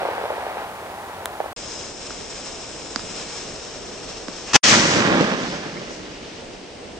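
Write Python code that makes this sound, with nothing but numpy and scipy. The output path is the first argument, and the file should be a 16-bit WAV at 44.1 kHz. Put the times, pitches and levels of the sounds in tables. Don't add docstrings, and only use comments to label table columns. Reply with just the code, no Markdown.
import sys
import numpy as np
from scipy import signal
from scipy.fft import rfft, irfft, next_fast_len
from scipy.io import wavfile
from scipy.ndimage import map_coordinates

SR = 44100
rng = np.random.default_rng(int(sys.argv[2]) if len(sys.argv) > 2 else 0)


def output_pcm(signal):
    pcm = np.clip(np.atleast_2d(signal).T, -1, 1) * 32767
    wavfile.write(sys.argv[1], SR, np.round(pcm).astype(np.int16))


N = 308259
T = np.arange(N) / SR
CUT_S, RESUME_S = 1.531, 1.5635
OVERLOAD_S, RECOVER_S = 4.5655, 4.629


def amp(db):
    return 10 ** (np.asarray(db) / 20)


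def unit(x):
    return x / np.sqrt(np.mean(x ** 2) + 1e-20)


def along(points, hz):
    freqs, values = np.transpose(points)
    return np.interp(np.log(hz + 1), np.log(freqs + 1), values)


def colour(points, hz):
    octaves_below = np.maximum(np.log2(points[0][0] / (hz + 1)), 0)
    octaves_above = np.maximum(np.log2((hz + 1) / points[-1][0]), 0)
    return amp(along(points, hz) - 24 * (octaves_below + octaves_above))


def since(s):
    return np.maximum(T - s, 0)


def ramp(s, length_s):
    return np.minimum(since(s) / length_s, 1)


def receding(s, doubling_s, loss_db_per_s):
    return -20 * np.log10(1 + since(s) / doubling_s) - loss_db_per_s * since(s)


def swells(rows):
    return sum(np.outer(dbs, np.exp(-((T - s) / width) ** 2)) for s, width, *dbs in rows)


def wobble(rate):
    return map_coordinates(rng.standard_normal(int(N * rate / SR) + 4), [T * rate])


def filtered(x, response):
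    n_fft = next_fast_len(N + SR // 4, True)
    return irfft(rfft(x, n_fft) * response(np.fft.rfftfreq(n_fft, 1 / SR)), n_fft)[..., :N]


def sides(db):
    return amp(np.array([[.5], [-.5]]) * db)


def left_lag(hz, lag_ms):
    return np.exp(np.array([[-1j], [1j]]) * np.pi * hz * lag_ms / 1000)


def rush(spectrum, correlation, pan=((1000, 0),), grainy=0, rate=100, lag_ms=0):
    hits = np.flatnonzero(rng.random(N) < rate / SR)
    size = rng.choice([-1, 1], N)[hits] * rng.uniform(.5, 1, N)[hits]
    bearing = rng.uniform(-1, 1, N)[hits]
    grains = np.zeros((2, N))
    grains[:, hits] = size, np.sqrt(3) * size * bearing
    texture = np.sqrt(1 - grainy) * rng.standard_normal((2, N)) + np.sqrt(grainy) * unit(grains)
    n_fft = next_fast_len(N + SR // 4, True)
    hz = np.fft.rfftfreq(n_fft, 1 / SR)
    width = np.arccos(np.clip(along(correlation, hz), -1, 1)) / 2
    mid, side = rfft(texture, n_fft) * colour(spectrum, hz) * [np.cos(width), np.sin(width)]
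    stereo = np.array([mid + side, mid - side]) * sides(along(pan, hz)) * left_lag(hz, lag_ms)
    return unit(irfft(stereo, n_fft)[:, :N])


def report(spectrum, scatter, t60, lag_ms=0, size=4096):
    hz, t = np.fft.rfftfreq(size, 1 / SR), np.arange(size) / SR
    cepstrum = irfft(np.log(np.maximum(colour(spectrum, hz), 1e-5)))
    cepstrum[1:size // 2] *= 2
    cepstrum[size // 2 + 1:] = 0
    tail = rng.standard_normal((2, size)) * amp(-60 * t / t60)
    push = signal.unit_impulse(size, 16) + scatter * tail / np.linalg.norm(tail[0])
    pulse = irfft(rfft(push) * np.exp(rfft(cepstrum)) * left_lag(hz, lag_ms))
    return pulse / np.abs(pulse).max()


def add(track, s, sound):
    part = track[:, max(round(s * SR), 0):][:, :sound.shape[-1]]
    part += sound[..., :part.shape[-1]]


# t/s, peak/dB
POP_CUES = [(.0167, -19), (.031, -14), (.0527, -10.5), (.0584, -15), (.0867, -12.5), (.1117, -16.5),
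            (.1807, -14.5), (.2137, -15), (.2387, -16), (.2547, -14), (.3037, -12), (.3197, -19),
            (.3387, -23), (.3807, -16.5), (.4657, -18.5), (.5107, -20), (.5697, -16.5), (.6187, -24),
            (1.4027, -8.5), (1.4092, -23), (1.4417, -21), (1.4597, -20)]
# f/Hz, level/dB
POP_EQ = [(150, -19), (280, -21.5), (400, -5), (560, 2.5), (820, -1), (1100, -14), (2000, -20.5),
          (3500, -32), (6000, -49)]
CRACKLE_EQ = [(88, -45), (150, -22), (456, -4), (540, -3.5), (807, 1.5), (1170, -6), (1800, -10),
              (3190, -19.5), (3660, -20.5), (6000, -32.5), (7800, -58)]
AIR_EQ = [(25, -15), (55, -5), (90, -0.5), (140, -7), (200, -4.5), (600, -8.5), (2000, -16), (5000, -20.5),
          (10000, -20.5), (15500, -26.5)]
# f/Hz, L-R correlation
FAR_IMAGE = [(60, 0.84), (700, 0.96), (2000, 0.87), (5000, 0.15), (10000, 0.086)]


def far_volley(start_db=-27, floor_db=-34.5, release_s=0.63):
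    level_db = np.maximum(start_db - 6 * T - 35 * since(release_s), floor_db)
    out = amp(level_db) * rush(CRACKLE_EQ, FAR_IMAGE, grainy=0.2, rate=300, lag_ms=0.14)
    for s, db in POP_CUES:
        add(out, s, amp(db) * report(POP_EQ, scatter=0.59, t60=0.063, lag_ms=0.12))
    return out + amp(-42.5) * rush(AIR_EQ, FAR_IMAGE)


# f/Hz, level/dB
TICK_EQ = [(400, -5), (1400, 0), (2000, -5), (2550, -18), (3100, -7), (3800, -2), (4600, -19), (6500, -14),
           (7800, -7.5), (10000, -10), (11500, -15), (15500, -14)]


def tick(at_s=1.2572, peak_db=-3.5):
    out = np.zeros((2, N))
    add(out, at_s, amp(peak_db) * report(TICK_EQ, scatter=.45, t60=.008))
    return out


# f/Hz, level/dB
TRAFFIC_EQ = [(20, -3.5), (40, -0.5), (70, -4), (130, -3), (250, -1.5), (450, 2), (700, -2.5),
              (1100, -11.5), (2000, -17), (5000, -23), (8800, -23)]


def traffic(before_db=-37.5, after_db=-39.5):
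    level_db = np.where(T < OVERLOAD_S, before_db, after_db) + 0.8 * wobble(6)
    image = [(40, 0.77), (200, 0.82), (500, 0.65), (1200, 0.2), (4000, .15)]
    return amp(level_db) * rush(TRAFFIC_EQ, image, pan=[(100, -1.2), (1000, -.5)])


# t/s, half width/s, hiss/dB, whistle/dB
FUSE_SWELLS = [(1.73, 0.14, 1, 4), (1.95, 0.065, -3.5, -1.5), (3.2, 0.053, 4, 3), (3.35, 0.088, 3.5, 3)]
# f/Hz, level/dB
FUSE_EQ = [(300, -7), (900, 3), (1700, 0), (2600, 1.5), (4100, 1), (5200, 3), (6400, -3.5), (7100, 1.5),
           (8200, -2.5), (8800, -12)]
WHISTLE_EQ = [(4400, -21), (4750, -7.5), (5100, -4), (5400, -1), (5850, -9), (6350, -2.5), (6900, -12.5),
              (8200, -25.5)]
# f/Hz, L-R correlation
FUSE_IMAGE = [(60, 0.75), (120, 0.67), (240, 0.75), (490, 0.56), (1000, 0.78), (2020, 0.82), (4070, 0.25),
              (8230, 1)]
# f/Hz, half width/Hz, left/dB, right/dB
GROUND_NOTCHES = [(2010, 100, 0.5, -7.5), (4640, 170, -8, -6), (4480, 150, 1.5, -12), (6320, 220, -3.5, -7)]
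# f/Hz, gain/dB
SUNK_EQ = [(1000, -1.5), (5500, -1), (8000, -5)]


def fuse(hiss_db=-37.5, whistle_db=-39.5, sink_at_s=3.03, notch_climb=1.06):
    def ground(hz):
        return amp(sum(np.array([[left], [right]]) * np.exp(-((hz - f) / width) ** 2)
                       for f, width, left, right in GROUND_NOTCHES))

    hiss_swell_db, whistle_swell_db = swells(FUSE_SWELLS)
    sputter = amp(0.92 * wobble(45) + 0.6 * wobble(7.1))
    hiss_pan = [(1500, -3), (3200, -3.0), (4400, 0.5), (7000, 2.0)]
    hiss = rush(FUSE_EQ, FUSE_IMAGE, hiss_pan, grainy=0.2, rate=900, lag_ms=-0.018)
    whistle = rush(WHISTLE_EQ, FUSE_IMAGE, pan=[(5000, 9.4)], lag_ms=-0.013)
    burn = amp(hiss_db + hiss_swell_db) * hiss + amp(whistle_db + whistle_swell_db) * whistle
    sunk = ramp(sink_at_s, length_s=1)
    raised = filtered(burn, ground)
    lowered = filtered(burn, lambda hz: ground(hz / notch_climb) * amp(along(SUNK_EQ, hz)))
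    return ((1 - sunk) * raised + sunk * lowered) * sputter * (T < OVERLOAD_S)


# t/s, crack/dB, puff/dB, crack tilt/(dB per octave), crack pan L-R/dB
SNAP_CUES = [(2.106, -19, -38, -6.5, 1), (2.96, -6.5, -24.5, 1.5, -12.5), (2.994, -19, -37.5, 0, -6),
             (3.033, -35.5, -25, -4, 1), (3.105, -37.5, -27, -4, -3), (4.2835, -15.5, -21, -1.5, -11)]
# f/Hz, level/dB
CRACK_EQ = [(300, -8), (900, -6.5), (1450, -0.5), (2000, -10), (2600, -20), (3500, -15), (4300, -7.5),
            (4800, 0), (5300, -8), (5900, -16), (7000, -19), (8800, -33)]


def snaps(puff_delay_s=.0022):
    out = np.zeros((2, N))
    puff_eq = [(120, -8.0), (240, 3.5), (700, -16.0)]
    for s, crack_db, puff_db, tilt, pan_db in SNAP_CUES:
        tilted_eq = [(hz, db + tilt * np.log2(hz / 1000)) for hz, db in CRACK_EQ]
        add(out, s, amp(crack_db) * sides(pan_db) * report(tilted_eq, scatter=0.56, t60=0.017))
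        add(out, s + puff_delay_s, amp(puff_db) * report(puff_eq, scatter=0.53, t60=0.043))
    return out


# t/s, level/dB
SURGE_CUES = [(4.532, -13.5), (4.542, -9), (4.5521, -1.5)]
# f/Hz, level/dB
BLAST_EQ = [(60, -12), (280, -9.5), (560, -7.5), (1000, -2.5), (1750, -4.5), (2250, -9.5), (2650, -3),
            (3800, -12.5), (5000, -6.5), (6100, -5), (7200, -12), (8700, -22)]


def lift_charge(catch_at_s=4.452, catch_db=-33.5, attack_s=0.0036, decay_db_per_s=501):
    catch = amp(catch_db) * ramp(catch_at_s, length_s=.03)
    surges = sum(amp(db - decay_db_per_s * since(s)) * ramp(s, attack_s) for s, db in SURGE_CUES)
    image = [(200, 0.82), (1200, 0.91), (3000, 0.73), (8000, .6)]
    pan = [(700, -0.5), (1500, 2.5), (3000, -5), (4500, 2.5), (6000, 9.5), (8500, -3)]
    return (catch + surges) * rush(BLAST_EQ, image, pan) * (T < RECOVER_S)


# t/s, half width/s, hiss/dB, sizzle/dB
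JET_SWELLS = [(4.95, 0.11, 4.5, 4), (5.23, 0.095, 3, 0.5), (5.48, 0.094, 3.1, 4), (5.95, 0.069, 0.5, 9.5),
              (6.3, 0.091, 3, -2)]
# t/s, share of the hiss power heard from high on the right
JET_PATH = [(4.65, 0.091), (4.95, 0.98), (5.4, 0.55), (5.7, .05)]
# f/Hz, level/dB
JET_EQ = [(700, -19), (1800, 0), (2700, -0.5), (3700, -2), (5200, -1.5), (6200, -7), (7200, -15),
          (8500, -31)]
SIZZLE_EQ = [(4500, -18), (5600, -1), (6400, -4), (7300, -7.5), (8000, -12), (8800, -14.5)]
# f/Hz, gain/dB
FALLING_EQ = [(1500, -2.5), (2900, 2.5), (4500, -1.5), (6500, 1.5)]
# f/Hz, L-R/dB
JET_BALANCE = [(530, -7), (920, -6), (1600, 5), (2760, -2.5), (4760, 6), (8230, 2.5)]
# f/Hz, L-R correlation
JET_IMAGE = [(1000, 0.28), (3000, 0.31), (8000, 0.46)]


def spark_jet(leaves_s=4.744, doubling_s=0.061, fall_at_s=5.5):
    hiss_swell_db, sizzle_swell_db = swells(JET_SWELLS)
    hiss_db = -15 + receding(leaves_s, doubling_s, loss_db_per_s=-0.1) + hiss_swell_db
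    sizzle_db = -18 + receding(leaves_s, doubling_s, loss_db_per_s=7.5) + sizzle_swell_db
    overhead = np.interp(T, *np.transpose(JET_PATH))
    ahead_image = [(1000, 1.0), (3000, 0.39), (8000, 0.25)]
    ahead = rush(JET_EQ, ahead_image, JET_BALANCE, grainy=0.11, rate=1400)
    above = rush(JET_EQ, JET_IMAGE, JET_BALANCE, grainy=0.29, rate=770, lag_ms=0.2)
    hiss = amp(hiss_db) * (np.sqrt(1 - overhead) * ahead + np.sqrt(overhead) * above)
    fallen = ramp(fall_at_s, length_s=.6)
    hiss = (1 - fallen) * hiss + filtered(fallen * hiss, lambda hz: amp(along(FALLING_EQ, hz)))
    sizzle = amp(sizzle_db) * rush(SIZZLE_EQ, JET_IMAGE, JET_BALANCE, grainy=0.092, rate=2300, lag_ms=.15)
    flutter = amp(0.59 * wobble(40))
    return (hiss + sizzle) * flutter * (T > OVERLOAD_S)


def roll_envelope(level_db, drift_db, doubling_s, loss_db_per_s, flutter_db, build_db_per_s=0):
    full_at_s, hold_s = 4.697, 0.5
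    build_db = -build_db_per_s * np.maximum(full_at_s - T, 0)
    hold_db = drift_db * ramp(full_at_s, hold_s)
    release_db = receding(full_at_s + hold_s, doubling_s, loss_db_per_s)
    return amp(level_db + build_db + hold_db + release_db + flutter_db * wobble(30)) * (T > OVERLOAD_S)


# t/s, half width/s, thud/dB, boom/dB, clatter/dB
ROLL_SWELLS = [(4.745, .035, 4.5, 0.5, 1.5), (4.89, 0.054, -1, -2.5, -2.5), (5.28, 0.037, -3, 0, 0.5)]
# f/Hz, level/dB
THUD_EQ = [(55, -14.5), (85, -8.5), (110, 0), (140, -3.5)]
BOOM_EQ = [(60, -25), (110, -17), (150, -2.5), (190, 1), (300, 0), (400, -3), (570, -3.5), (700, -14)]
CLATTER_EQ = [(300, -20), (550, -3), (1000, -1), (1700, -1.5), (2300, -7.5), (3500, -12.5)]
# f/Hz, L-R correlation
ROLL_IMAGE = [(60, 0.83), (140, 0.98), (310, 1), (700, 0.86), (1600, 0.67), (3500, 0.4)]
# t/s, peak/dB
SLAP_CUES = [(4.724, -7), (4.838, -10.5), (4.9617, -5), (4.9995, -6.5), (5.0503, -6.5), (5.1185, -7),
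             (5.2086, -1.5), (5.3375, -9), (5.432, -12), (5.661, -21), (5.768, -23), (5.817, -23),
             (5.908, -20.5), (6.002, -26), (6.071, -27)]
# f/Hz, level/dB
SLAP_EQ = [(60, -24), (130, -1.5), (300, 1), (600, -11), (1600, -18), (4000, -23.5), (8000, -41)]


def rolling_echo():
    thud_db, boom_db, clatter_db = swells(ROLL_SWELLS)
    thud = roll_envelope(thud_db - 32, drift_db=-4.5, doubling_s=0.13, loss_db_per_s=14,
                         flutter_db=0.5, build_db_per_s=220)
    boom = roll_envelope(boom_db - 22, drift_db=2, doubling_s=0.15, loss_db_per_s=4.5,
                         flutter_db=1.16, build_db_per_s=128)
    clatter = roll_envelope(clatter_db - 19.5, drift_db=-1.15, doubling_s=0.16, loss_db_per_s=10.5,
                            flutter_db=1.2)
    boom_pan = [(100, -1), (400, -1.3)]
    clatter_pan = [(500, -2.5), (1100, -4.0), (2200, -7.5)]
    out = thud * rush(THUD_EQ, ROLL_IMAGE)
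    out += boom * rush(BOOM_EQ, ROLL_IMAGE, boom_pan, grainy=0.3, rate=220, lag_ms=0.29)
    out += clatter * rush(CLATTER_EQ, ROLL_IMAGE, clatter_pan, grainy=0.37, rate=400, lag_ms=0.18)
    for s, db in SLAP_CUES:
        add(out, s, amp(db) * report(SLAP_EQ, scatter=0.85, t60=0.075, lag_ms=.2))
    return out


def squeak(at_s=5.757, peak_db=-35, start_hz=1650, end_hz=2550):
    glide = ramp(at_s, length_s=0.031)
    hz = start_hz + (end_hz - start_hz) * glide + 120 * wobble(700)
    return amp(peak_db) * np.sin(np.pi * glide) * np.sin(2 * np.pi * np.cumsum(hz) / SR)


def scene():
    near = traffic() + fuse() + snaps() + lift_charge() + spark_jet() + rolling_echo() + squeak()
    far = far_volley() + tick()
    return far * (T < CUT_S) + near * (T > RESUME_S)


def record(dry, ceiling=.92, near_top_hz=8950, top_hz=15850):
    def low_pass(x, cutoff_hz):
        return filtered(x, lambda hz: np.clip((cutoff_hz - hz) / 200 + .5, 0, 1))

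    collapse = amp(-12 - 1700 * since(OVERLOAD_S))
    recovery = ramp(RECOVER_S, length_s=.011) ** 2
    dropout = np.where(T < OVERLOAD_S, 1, collapse + recovery)
    near = low_pass(np.clip(dry * dropout, -ceiling, ceiling), near_top_hz)
    return low_pass(np.where(T < CUT_S, dry, np.clip(near, -1, 1)), top_hz)


dry = scene()
out = record(dry)
output_pcm(out)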